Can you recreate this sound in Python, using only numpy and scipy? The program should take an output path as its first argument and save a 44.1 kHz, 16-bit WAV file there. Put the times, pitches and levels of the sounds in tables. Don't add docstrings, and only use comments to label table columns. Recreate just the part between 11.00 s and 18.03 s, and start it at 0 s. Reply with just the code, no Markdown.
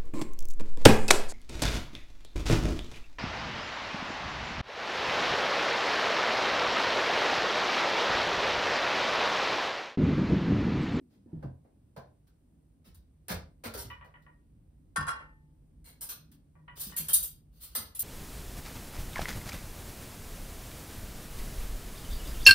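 import sys
import numpy as np
from scipy import signal
from scipy.fft import rfft, irfft, next_fast_len
from scipy.io import wavfile
from scipy.ndimage import uniform_filter1d

SR = 44100
rng = np.random.default_rng(int(sys.argv[2]) if len(sys.argv) > 2 else 0)


def output_pcm(signal):
    pcm = np.clip(np.atleast_2d(signal).T, -1, 1) * 32767
    wavfile.write(sys.argv[1], SR, np.round(pcm).astype(np.int16))


N = 310023
SPAN = 32768
T = np.arange(SPAN) / SR
F = np.arange(SPAN // 2 + 1) * SR / SPAN + 1
LEAD_S = .003

# (centre [Hz], T60 [s])
BANDS = [(500, 0.54), (1400, 0.43), (4200, 0.39), (11000, 0.25)]
# (frequency [Hz], level [dB], T60 [s])
CUTLERY = [(3838, 5500, 6110, 7068, 7900, 8741, 8904, 9780, 10321, 10720, 10938, 12450, 13787, 13881, 14038, 14337),
           (-3, -4, -4, -5, -4, 6, 4, -3, -3, .1, -1.5, -5, 3, 1.5, 3, -3),
           (.1, .05, .06, .07, .15, .1, .12, .1, .1, .1, .1, .1, .15, .15, .15, .12)]
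STEEL_DB = (-2.5, -6.5, -6.5, 3.5)


def undb(db):
    return 10 ** (np.asarray(db) / 20)


def unit(x):
    return x / np.sqrt(np.mean(x ** 2))


def on_log(hz, table):
    table_hz, values = np.transpose(table)
    return np.interp(np.log(hz), np.log(table_hz), values)


def add(out, s, sound):
    i = int(s * SR)
    out[:, i:i + SPAN] += sound[:, :N - i]


def walk(rate):
    hold = int(SR / rate)
    steps = np.repeat(rng.standard_normal(N // hold + 1), hold)
    return uniform_filter1d(uniform_filter1d(steps, hold), hold)[:N]


def swell(contact_s, t60, late_s=0.36):
    after = np.maximum(T - contact_s, 0)
    build = 1 - np.exp(-T / (0.0014 + 0.26 * contact_s))
    return build * undb(-60 * after / t60 - 10 * (after / late_s) ** 2)


def rumble(hz, width_hz):
    noise = rfft(rng.standard_normal((2, SPAN)))
    return unit(irfft(noise / (1 + ((F - hz) / width_hz) ** 2) ** 2))


def ticks(contact_s, count=7):
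    bounce_s, bounce_fall_db = .03, 11
    when, size = rng.random((2, count))
    when[0] = size[0] = 0
    touch = np.zeros(SPAN)
    at = ((LEAD_S + when * (contact_s + bounce_s)) * SR).astype(int)
    touch[at] = undb(-bounce_fall_db * (when + size) / 2)
    burst = signal.lfilter([1], [1, -np.exp(-1 / (0.0005 * SR))], touch)
    return 4 * touch + rng.standard_normal((2, SPAN)) * [[1], [.6]] * burst


def echo(band_db, contact_s, rattle_db, tail):
    noise, out = rfft(rng.standard_normal((2, SPAN))), 0
    for k, (db, (_, t60)) in enumerate(zip(band_db, BANDS)):
        corners = [(200, 0.0045)] + [(band[0], j == k) for j, band in enumerate(BANDS)]
        share = on_log(F, corners) ** 2
        out = out + undb(db) * unit(irfft(noise * share)) * swell(contact_s, tail * t60)
    return out * undb(rattle_db * walk(160)[:SPAN])


def ring(sound, modes, ring_db, stray_db, clink_hz, count=40):
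    clink_db, clink_t60_s = 14.5, 0.05
    stray = rng.random((3, count))
    hz = np.r_[modes[0], clink_hz, 900 + 14500 * stray[0] ** 1.3]
    db = np.r_[np.add(modes[1], ring_db), [clink_db] * len(clink_hz), stray_db - 8 * stray[1]]
    db = db + 2 * rng.standard_normal(len(hz))
    t60 = np.r_[modes[2], [clink_t60_s] * len(clink_hz), .02 + .06 * stray[2]]
    damping = np.log(1000) / t60
    poles = 1 / (damping[:, None] + 2j * np.pi * (F - hz[:, None]))
    response = 1 + (undb(db) * damping) @ poles
    return irfft(rfft(sound) * response) * np.cos(np.pi / 2 * T / T[-1])


def blows(out, hits, modes, colour_db, tick_db, stray_db, rattle_db, tail, top_hz):
    pivot_hz = 2400
    hz = np.array(BANDS)[:, 0]
    lowpass = signal.butter(8, top_hz, fs=SR, output="sos")
    for s, db, brightness, contact_s, ring_db, *clink_hz in hits:
        band_db = db + brightness * np.log2(hz / pivot_hz) + colour_db
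        colour = undb(tick_db + on_log(F, np.c_[hz, band_db])) * F / (F + hz[0])
        tick = irfft(rfft(ticks(contact_s)) * colour)
        room = echo(band_db, contact_s, rattle_db, tail)
        sound = ring(tick + room, modes, ring_db, stray_db, clink_hz)
        add(out, s - LEAD_S, signal.sosfilt(lowpass, sound))


def air():
    level_db, hum_hz = -59.5, 153.5
    # (frequency [Hz], relative density [dB])
    spectrum = [(15, -33.5), (25, -12), (53, 4.5), (154, -8), (197, -9), (296, -8.5), (368, -19.5),
                (1360, -38.5), (6000, -47.5), (9330, -41.5), (14000, -48), (16500, -50)]
    # (time [s], hum level [dB], relative lift of the lowest octaves [dB])
    drift = [(0, -76, -15), (2.0, -69.5, 1.5), (2.299, -66.5, 1), (5.502, -63.5, 3), (5.948, -56, 6),
             (7.03, -71, 4.5)]
    hz = np.arange(N // 2 + 1) * SR / N + 1
    noise = rfft(rng.standard_normal((2, N))) * undb(on_log(hz, spectrum))
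    s, *columns = np.transpose(drift)
    hum_db, rumble_db = (np.interp(np.arange(N) / SR, s, column) for column in columns)
    out = 0
    for octave in range(4, 15):
        share = np.clip(1 - abs(np.log2(hz) - octave), 0, 1)
        depth_db = 2.5 if octave < 9 else .6
        out = out + irfft(noise * share, N) * undb(depth_db * walk(8.1) + rumble_db * (octave < 7))
    hum = unit(irfft(rfft(rng.standard_normal((2, N))) / (1 + ((hz - hum_hz) / 9) ** 2), N))
    return undb(level_db) * unit(out) + hum * undb(hum_db)


def rustles(out):
    # (time [s], level [dB], brightness [dB per octave], contact [s])
    moves = [(0.099, -76.5, -0.5, 0.055), (0.252, -81.5, -5, 0.2), (1.845, -67, 2.5, 0.032),
             (5.757, -59, 8, 0.12), (6.519, -72, 5, 0.26), (6.606, -61.5, 8.5, 0.042)]
    cloth_db, unringing = (-0.5, -8, -5.5, -5.5), ((), (), ())
    hits = [tuple(row) + (0,) for row in moves]
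    blows(out, hits, unringing, cloth_db, tick_db=-13, stray_db=7.0, rattle_db=0.5, tail=0.92, top_hz=18000)


def bumps(out):
    # (time [s], thud level [dB], settled pitch [Hz], cupboard boom level [dB])
    hits = [(0.012, -54, 248, -69), (0.162, -55, 197, -73), (0.26, -49, 222.4, -61),
            (0.33, -32.5, 154.2, -46), (0.439, -32.5, 133, -48), (0.97, -46.5, 131, -60),
            (1.869, -55.5, 181, -55), (2.3, -33.5, 175, -38.5), (2.654, -41.5, 226, -48),
            (2.747, -40.5, 396.6, -45), (2.849, -43, 116, -54), (3.98, -34.5, 146, -40.5),
            (5.865, -46.5, 185.3, -66), (5.994, -42, 156.7, -59), (6.775, -48, 212.7, -48)]
    highpass = signal.butter(2, 50, "high", fs=SR, output="sos")
    for s, db, hz, boom_db in hits:
        tone = np.sin(2 * np.pi * hz * (T + 0.0033 * (1 - np.exp(-T / 0.0056))))
        shared_tone = tone * np.array([[1], [0]])
        thud = undb(db) * swell(0.0025, 0.37) * (shared_tone + .5 * rumble(hz, 230))
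        boom = undb(boom_db) * swell(0.036, 0.83, 0.2) * rumble(74.8, 35)
        add(out, s, signal.sosfilt(highpass, thud + boom))


def knocks(out):
    # (time [s], level [dB], brightness [dB per octave], contact [s], ring [dB])
    hits = [(0.428, -66.5, -4, 0.0028, 3.5), (0.648, -86, -6, 0.0042, -2.5), (0.965, -60, -1, 0.0044, 6),
            (1.272, -77.5, 2.5, 0.0021, -20), (1.946, -73.5, 7, 0.0025, -2),
            (2.284, -40.5, 1.15, 0.038, -13.5), (2.639, -45, 0.7, .025, -19), (2.739, -48, 2.1, 0.014, -15),
            (3.047, -73, 0.5, 0.0033, 10), (3.223, -81, 2.5, 0.003, -8), (5.317, -71, 5.5, 0.0045, -17.5)]
    # (frequency [Hz], level [dB], T60 [s])
    modes = [(583, 720, 1010, 820, 1550), (.1, 4.1, 8.4, 2.3, 2.8), (0.0414, 0.019, .025, .025, .02)]
    wood_db = (0.36, -2, -4, -2.5)
    blows(out, hits, modes, wood_db, tick_db=8, stray_db=2, rattle_db=0.5, tail=0.75, top_hz=17500)


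def pot_lid(out):
    # (time [s], level [dB])
    swings = [(2.902, -51.5), (3.012, -60.5), (3.141, -64.5), (3.265, -70.5), (5.554, -82.5), (5.68, -57),
              (5.923, -62)]
    # (frequency [Hz], level [dB], T60 [s])
    modes = [(587, 980, 1141, 1432, 1879, 1954, 2417, 2950), (-8, 5, 3, -8, 3, 3, -7, .1),
             (.15, .08, .12, .1, .1, .1, .1, .08)]
    lid_db = (-4, 1, -0.5, -26)
    flat_db, brightens = -69, 0.34
    contact_s, ring_db = 0.0045, 16.5
    hits = [(s, db, brightens * (db - flat_db), contact_s, ring_db) for s, db in swings]
    blows(out, hits, modes, lid_db, tick_db=16.5, stray_db=-4.5, rattle_db=0.0, tail=0.78, top_hz=2860)


def bowl(out):
    # (time [s], level [dB], brightness [dB per octave], contact [s], ring [dB])
    hits = [(3.962, -41.5, 2.5, 0.004, 14), (4.069, -46.5, 1.53, 0.024, 14.5), (4.2, -66.5, -4, 0.016, 4.5)]
    # (frequency [Hz], level [dB], T60 [s])
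    modes = [(875, 932, 1082, 1123, 1372, 1520, 1815, 2830, 3300, 4070, 4963, 5426, 7687, 10150),
             (5, 1.5, 6, 5, 3, -1.5, 8, 4, 1.5, -1.5, 3, -3, -4, -5),
             (1.3, .15, .1, .2, .05, .04, .5, .35, .07, .06, .07, .1, .05, .06)]
    bowl_db = (-4.5, 5, -9.5, 2)
    blows(out, hits, modes, bowl_db, tick_db=10.5, stray_db=2.0, rattle_db=2.5, tail=0.77, top_hz=11200)


def jingle(out, count=22):
    low, high = np.array([(5.76, -64.5, 2800), (6.3, -57, 6700)])
    clinks = low + (high - low) * rng.random((count, 3))
    hits = [(s, db, 0, 0, 0, hz) for s, db, hz in clinks]
    blows(out, hits, CUTLERY, STEEL_DB, tick_db=15.5, stray_db=-5.5, rattle_db=1.0, tail=0.26, top_hz=9000)


def cutlery(out):
    # (time [s], level [dB], brightness [dB per octave], contact [s], ring [dB], struck piece [Hz])
    hits = [(2.7766, -50, 2.5, 0.026, -12, 5520), (4.844, -66, 3, 0.048, -6, 2200),
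            (4.876, -74, -1.5, 0.0078, -6, 7900), (5.01, -55, 5.5, 0.026, -2, 5530),
            (5.0909, -51, 4.5, 0.0082, 3, 6200), (5.797, -54.5, 6, 0.023, 10, 14200),
            (5.9653, -48, 6, 0.025, -3, 10250), (6.0853, -45, 5, 0.0082, 0, 3150),
            (6.133, -49, 10.5, 0.0061, 14.5, 3830), (6.141, -48, 9, 0.0018, 13.5, 6090),
            (6.2278, -59.5, 10.5, 0.0036, 10, 4800), (6.238, -75.5, 8, 0.0025, 12, 3830),
            (6.6299, -62, 5, 0.0073, -9, 10200), (6.7521, -42.5, 3.5, 0.0073, 11, 4730),
            (6.9513, -60, 7.5, 0.0012, -7, 10700), (6.994, -55, 10.5, 0.004, 3, 6620),
            (7.016, -64, 8, .003, 4, 6620)]
    blows(out, hits, CUTLERY, STEEL_DB, tick_db=5, stray_db=9.5, rattle_db=1.0, tail=0.96, top_hz=14830)


def scene():
    out = air()
    for source in (rustles, bumps, knocks, pot_lid, bowl, jingle, cutlery):
        source(out)
    return out


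def record(dry):
    lag_s, top_hz = 1 / 4650, 15900
    left_bass_db, bass_hz = -0.9, 349.7
    # (frequency [Hz], left-right correlation [0 to 1])
    likeness = [(150, .96), (300, .75), (700, .1), (5000, .05), (7000, .62), (9000, .993)]
    size = next_fast_len(N + SPAN)
    hz = np.arange(size // 2 + 1) * SR / size + 1
    like = on_log(hz, likeness)
    shared, apart = rfft(dry, size) * np.sqrt([(1 + like) / 2, (1 - like) / 2])
    lag = np.exp(-2j * np.pi * hz * lag_s * (hz > 1 / lag_s))
    left_bass = undb(left_bass_db / (1 + (hz / bass_hz) ** 2))
    ports = irfft([(shared + apart) * lag * left_bass, shared - apart], size)[:, :N]
    return signal.sosfilt(signal.ellip(10, .2, 80, top_hz, fs=SR, output="sos"), ports)


dry = scene()
out = record(dry)
output_pcm(out)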